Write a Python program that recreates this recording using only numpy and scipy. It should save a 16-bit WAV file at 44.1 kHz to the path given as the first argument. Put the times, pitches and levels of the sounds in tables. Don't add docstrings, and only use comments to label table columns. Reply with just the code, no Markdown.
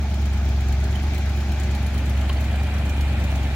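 import sys
import numpy as np
from scipy import signal
from scipy.fft import rfft, irfft
from scipy.io import wavfile
from scipy.ndimage import uniform_filter1d, map_coordinates

SR = 44100
rng = np.random.default_rng(int(sys.argv[2]) if len(sys.argv) > 2 else 0)


def wav_record(signal):
    frames = np.transpose(np.atleast_2d(signal))
    bounded = np.clip(frames, -1, 1)
    quanta = np.round(bounded * 32767).astype(np.int16)
    wavfile.write(sys.argv[1], SR, quanta)


N = 156555
T, HZ = np.arange(N) / SR, np.fft.rfftfreq(N, 1 / SR)


def amp(db):
    return 10 ** (np.asarray(db) / 20)


def unit(x):
    return x / np.sqrt(np.mean(x ** 2) + 1e-20)


def curve(table, order=1):
    rows = np.array(table)
    return np.interp(T, rows[:, 0], rows[:, order])


def read(table, order=1):
    rows = np.array(table)
    return np.interp(np.log(HZ + 1), np.log(rows[:, 0]), rows[:, order])


def peaks(modes):
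    power = 0
    for hz, width, db in modes:
        detuning = (HZ ** 2 - hz ** 2) / (width * (HZ + 1))
        power = power + amp(db) ** 2 / (1 + detuning ** 2)
    return np.sqrt(power)


def colour(x, gain):
    log_gain = np.log(np.maximum(gain, 1e-5))
    cepstrum = irfft(log_gain, N) * (1 + np.sign(N / 2 - np.arange(N)))
    cepstrum[0] /= 2
    return irfft(rfft(x) * np.exp(rfft(cepstrum)), N)


def drift(hz):
    return unit(irfft(rfft(rng.standard_normal(N)) * np.exp(-(HZ / hz) ** 2), N))


# pitch in Hz, likeness from 0 to 1.
LIKENESS = [(60, 0.85), (120, 1), (240, 0.98), (480, 0.88), (950, 0.94), (1900, 0.5), (3800, 0.02),
            (16000, 0)]


def noise_pair():
    a, b = rfft(rng.standard_normal((2, N)))
    same = np.clip(read(LIKENESS), -1, 1)
    return irfft(np.array([a, same * a + np.sqrt(1 - same ** 2) * b]), N)


def burst(start, rise, decay):
    attack = np.clip((T - start) / rise, 0, 1)
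    return attack * np.exp(-np.maximum(T - start - rise, 0) / decay)


def strikes(cycle, place, scatter_db, jitter_s):
    turns = np.arange(np.ceil(cycle[-1])) + place
    turns = turns[turns < cycle[-1]]
    late, strong = rng.standard_normal((2, len(turns)))
    seconds = np.interp(turns, cycle, T) + jitter_s * late
    at = np.clip(seconds * SR, 0, N - 1).astype(int)
    return np.bincount(at, amp(scatter_db * strong), N)


# time in seconds, crank speed in rpm, level of the exhaust note in dB.
IDLE = [(0.0, 1061.6, -19.4), (0.3, 1035.6, -18.3), (0.7, 1020.6, -16.3), (1.1, 1068.6, -19.2),
        (1.45, 1056.2, -19.0), (1.85, 1042.6, -18.7), (2.15, 1032.2, -17.9), (2.4, 1039.6, -18.0),
        (2.65, 1067.6, -18.8), (3.0, 1056.8, -17.3), (3.3, 1032.6, -18.9), (3.55, 1029.0, -19.2)]
EXHAUST_MULTIPLES = [5, 7, 8, 9, 11, 13, 16]
# level in dB relative to the exhaust note, waver as a share of the tone.
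EXHAUST_TONES = [(-22.5, 0.67), (-36, 1), (0.06, 0.073), (-21.5, 0.49), (-13.5, 0.21), (-15, 0.24),
                 (-19.5, 0.22)]
BANK_SLOTS = [1, 3, 4, 6]
PIPE_LAG = .667


def exhaust(cycle):
    out = np.zeros(N)
    for k, (db, waver) in zip(EXHAUST_MULTIPLES, EXHAUST_TONES):
        bank = sum(np.exp(-2j * np.pi * k * slot / 8) for slot in BANK_SLOTS)
        tone = np.exp(1j * (2 * np.pi * k * (cycle - PIPE_LAG) + np.angle(bank)))
        wander = drift(hz=9) + 1j * drift(hz=4)
        out += amp(db) * (tone * (1 + waver * wander)).real
    return out * amp(curve(IDLE, order=2))


THUMPS = [-1.8, -7.9, -3.7, -7.9, -8, -3.9, -8.4, -10.5]
THUMP_PLACES = [.984, .077, .226, .35, .494, .607, .732, .846]
# pitch in Hz, gain in dB.
UNDERBODY = [(40, -34.5), (138, -28.5), (168, -7), (195, 0), (225, .5), (255, -12), (310, -11.5),
             (400, -15.5), (520, -27.5), (800, -21.5), (1000, -37), (3000, -60)]
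# pitch in Hz, gain in dB.
PUFF = [(500, -28), (1200, -18), (2500, 6.5), (4000, 13.5), (6500, -12), (8500, -29), (16000, -29)]
THUMP_DB, THUMP_SCATTER_DB, THUMP_JITTER_S = -37.3, .8, .00012
PUFF_DB, PUFF_RISE_S, PUFF_DECAY_S = -53, 0.0037, 0.0046


def thumps(cycle):
    blows = np.zeros(N)
    for place, db in zip(THUMP_PLACES, THUMPS):
        blows += amp(db) * strikes(cycle, place, THUMP_SCATTER_DB, THUMP_JITTER_S)
    body = unit(colour(blows, amp(read(UNDERBODY))))
    gate = signal.fftconvolve(blows, burst(0, PUFF_RISE_S, PUFF_DECAY_S))[:N]
    puffs = unit(colour(noise_pair() * gate, amp(read(PUFF))))
    return amp(THUMP_DB) * body + amp(PUFF_DB) * puffs


# level in dB before the ringing, rise in seconds, decay in seconds.
TICKS = [(-48.5, 0.0057, 0.0056), (-52.5, .0025, .005), (-47.5, 0.0026, .004)]
TICK_PLACES = [.222, .848, .912]
# pitch in Hz, width in Hz, gain in dB.
VALVE_MODES = [(3065, 56, 17), (4240, 300, 10), (5720, 360, 7.5), (6810, 180, 8.5), (7970, 120, 5),
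               (8900, 130, 4.5), (9660, 200, 1), (10220, 320, 4.5), (11600, 160, 2), (12570, 220, 4),
               (13700, 250, 0), (15550, 500, 4.5)]
# start in seconds, level in dB before the ringing,
# pitch in Hz around which the ringing is driven hardest.
CLACKS = [(0.14, -41, 6870), (0.2547, -41, 6860), (0.4882, -46, 6600), (0.606, -38, 6720),
          (0.6837, -40, 6720), (0.7232, -36, 6870), (0.838, -38.5, 6600), (0.9526, -49, 6830),
          (1.029, -44, 10100), (1.2944, -51, 6890), (1.5168, -37.5, 15700), (1.6331, -39, 6900),
          (1.7473, -36, 6630), (1.941, -40, 10300), (2.2098, -39, 6880), (2.327, -36, 6860),
          (2.4058, -38, 12500), (2.4403, -40, 6760), (2.8927, -35, 6770), (3.0071, -35.5, 6760),
          (3.2379, -35, 6790), (3.3542, -37, 6960)]
TICK_SCATTER_DB, TICK_JITTER_S, TICK_TAIL_DB, TICK_TAIL_S = 4, .0004, -6.5, 0.022
CLACK_RISE_S, CLACK_DECAY_S, CLACK_FOCUS_HZ, CLACK_OTHERS_DB = 0.0023, 0.0068, 500, -5.5
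RING_VARY_DB = 3.5


def tick_shape(rise, decay):
    tail = amp(TICK_TAIL_DB) * burst(0, rise, TICK_TAIL_S)
    return np.hypot(burst(0, rise, decay), tail)[:SR // 4]


def valves(cycle):
    gate = np.zeros(N)
    for place, (db, rise, decay) in zip(TICK_PLACES, TICKS):
        hits = strikes(cycle, place, TICK_SCATTER_DB, TICK_JITTER_S)
        gate += amp(db) * signal.oaconvolve(hits, tick_shape(rise, decay))[:N]
    start, clack_db, clack_hz = np.transpose(CLACKS)
    clack_at = (start * SR).astype(int)
    clack = tick_shape(CLACK_RISE_S, CLACK_DECAY_S)
    out = np.zeros((2, N))
    for hz, width, db in VALVE_MODES:
        apart = 1 - np.exp(-((hz - clack_hz) / CLACK_FOCUS_HZ) ** 2)
        hits = np.bincount(clack_at, amp(clack_db + CLACK_OTHERS_DB * apart), N)
        hard = signal.oaconvolve(hits, clack)[:N]
        ring = irfft(rfft(rng.standard_normal((2, N))) * peaks([(hz, width, db)]), N)
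        out += ring * np.hypot(gate * amp(RING_VARY_DB * drift(hz=6.3)), hard)
    return out


# pitch in Hz, relative level in dB per Hz.
WHIRR_FAR = [(20, -14), (40, -20), (70, 11), (120, 5.5), (200, 8), (290, 2.5), (380, 4.5), (500, -10),
             (620, 1.5), (720, 0.5), (830, 3.5), (970, -8), (1150, -7), (1550, -4), (2000, -7),
             (2380, -3.5), (2750, -12), (3800, -14.5), (4800, -13), (6700, -15), (8200, -29), (12000, -29),
             (16000, -28)]
# pitch in Hz, relative level in dB per Hz.
WHIRR_NEAR = [(20, -5), (40, 0), (70, 14), (120, 12), (200, 9), (290, 6), (400, -3.5), (480, -3.5),
              (620, 3), (820, 0.5), (990, -6), (1150, -8), (1400, -5), (2250, -4.5), (2700, -6),
              (3800, -12), (4500, -17), (5200, -23), (6700, -22), (8200, -23), (12000, -29.5), (16000, -32)]
# time in seconds, nearness from 0 to 1, level of the whirr in dB.
APPROACH = [(0, 0.22, -35), (1.1, 0.13, -33.5), (1.8, 0.44, -32.5), (2.4, 0.8, -31.5), (3.0, 0.96, -30.5),
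            (3.55, 0.68, -31)]
# pitch in Hz, left minus right in dB from afar, the same from nearer.
TILT = [(99, 3.5, 0), (400, -2.5, 1), (595, 0.5, -3.5), (955, -2.5, 3.5), (1770, 0.5, -3), (2410, 0.5, 4),
        (3200, 13, -2.5), (4140, 8.5, 1.5), (5470, -2, 4.5), (7500, -1, -5.5), (9300, 6, -4),
        (15000, -4, -5)]
# time in seconds, level in dB.
BELT = [(0, -55), (.8, -75), (2, -51), (2.4, -55), (2.6, -45.5), (3.05, -45), (3.5, -53)]
BELT_HZ, BELT_WIDTH_HZ = 2405, 60
THROB, PATCHY_DB = 0.035, 1.27


def whirr(cycle):
    near = np.clip(curve(APPROACH), 0, 1)
    z = signal.stft(noise_pair(), nperseg=512)[2]
    patches = uniform_filter1d(rng.standard_normal(z.shape[1:]), size=7, axis=0)
    patches = unit(uniform_filter1d(patches, size=5, axis=1))
    air = signal.istft(z * amp(PATCHY_DB * patches), nperseg=512)[1][:, :N]
    air = air * (1 + THROB * np.cos(2 * np.pi * 8 * cycle))
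    sides = np.array([[.5], [-.5]])
    far_gain = amp(read(WHIRR_FAR) + sides * read(TILT, order=1))
    near_gain = amp(read(WHIRR_NEAR) + sides * read(TILT, order=2))
    far = unit(irfft(rfft(air) * far_gain, N))
    close = unit(irfft(rfft(air) * near_gain, N))
    belt = unit(colour(noise_pair(), peaks([(BELT_HZ, BELT_WIDTH_HZ, 0)]) ** 1.5))
    fan = amp(curve(APPROACH, order=2)) * ((1 - near) * far + near * close)
    return fan + belt * amp(curve(BELT))


RIPPLE_DB, RIPPLE_FROM_HZ = .9, 4500


def ripple():
    fine = rng.standard_normal(len(HZ))
    fine = uniform_filter1d(uniform_filter1d(fine, size=160), size=160)
    return amp(RIPPLE_DB * unit(fine) * HZ / np.hypot(HZ, RIPPLE_FROM_HZ))


# start in seconds, level in dB, pitch in Hz.
RATTLES = [(1.685, -38, 2050), (2.095, -45, 5900), (2.253, -40, 3100), (2.324, -41, 4400),
           (2.347, -50, 11000), (2.369, -40, 4450), (2.406, -44, 12500), (2.528, -44, 4600),
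           (2.553, -39, 3050), (2.597, -43, 4600), (2.663, -39, 3100), (2.711, -42, 4550),
           (2.982, -39, 3000)]
RATTLE_RISE_S, RATTLE_DECAY_S = .002, .007
CHINKS_PER_S, CHINK_LOW_HZ, CHINK_HIGH_HZ = 90, 1200, 6500
CHINK_DB, CHINK_SPREAD_DB, CHINK_DB_PER_OCTAVE = -46, 3, -5.5


def rattles():
    when, pitch, strong = rng.random((int(CHINKS_PER_S * N / SR), 3)).T
    octaves = pitch * np.log2(CHINK_HIGH_HZ / CHINK_LOW_HZ)
    extra_db = CHINK_SPREAD_DB * np.minimum(-np.log(1 - strong), 2)
    chink_db = CHINK_DB + CHINK_DB_PER_OCTAVE * octaves + extra_db
    chinks = list(zip(when * T[-1], chink_db, CHINK_LOW_HZ * 2 ** octaves))
    fade = burst(0, RATTLE_RISE_S, RATTLE_DECAY_S)[:SR // 10]
    length = len(fade)
    out = np.zeros((2, N + SR))
    for start, db, hz in list(RATTLES) + chinks:
        phases = rng.random() + rng.random((2, 1)) / 2
        at = int(start * SR)
        out[:, at:at + length] += amp(db) * fade * np.sin(2 * np.pi * (hz * T[:length] + phases))
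    return out[:, :N]


# start in seconds, level in dB, rise in seconds, decay in seconds,
# brightness in dB (the treble lift for each tenfold step of 1 + pitch in kHz).
GRIT = [(1.1365, -35, .0003, .001, 20), (2.2925, -39, .001, .004, 24), (2.2935, -30, .005, .004, -14),
        (3.3045, -34, .0003, .0012, 20)]
# pitch in Hz, width in Hz, gain in dB.
GRIT_MODES = [(1060, 120, 5), (3000, 420, -1), (3900, 500, -9)]


def grit():
    out = np.zeros((2, N))
    for start, db, rise, decay, bright_db in GRIT:
        bright = amp(bright_db * np.log10(1 + HZ / 1000))
        gain = unit(peaks(GRIT_MODES) * bright)
        out += amp(db) * colour(noise_pair() * burst(start, rise, decay), gain)
    return out


# start in seconds, level in dB.
KNOCKS = [(2.2942, -27.5), (2.298, -25), (2.3008, -23)]
# pitch in Hz, relative level in dB, decay in seconds.
KNOCK_MODES = [(1070, -6, .0028), (2990, 0, .0018), (2600, -7, .001), (3500, -8, .001), (4150, -8, .0014)]
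KNOCK_RISE_S = .0004


def knocks():
    out = np.zeros(N)
    for start, db in KNOCKS:
        for hz, mode_db, decay in KNOCK_MODES:
            ring = np.sin(2 * np.pi * hz * (T - start))
            out += amp(db + mode_db) * burst(start, KNOCK_RISE_S, decay) * ring
    return out


# time in seconds, lag of the left side in seconds.
TURN = [(0, -.00005), (1.1, -.00009), (2.0, 0), (2.5, .00005), (3.55, .00009)]
LEFT_DB = -0.03


def scene():
    cycle = np.cumsum(curve(IDLE)) / (120 * SR)
    clatter = colour(valves(cycle) + whirr(cycle), ripple())
    engine = exhaust(cycle) + thumps(cycle) + clatter
    left, right = engine + rattles() + grit() + knocks()
    left = map_coordinates(left, [(T - curve(TURN)) * SR], order=5, mode="nearest")
    return np.array([left * amp(LEFT_DB), right])


EDGE_HZ = 15900


def record(dry):
    low_pass = signal.firwin(1023, EDGE_HZ, window=("kaiser", 9), fs=SR)
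    return signal.oaconvolve(dry, low_pass[None], "same")


dry = scene()
out = record(dry)
wav_record(out)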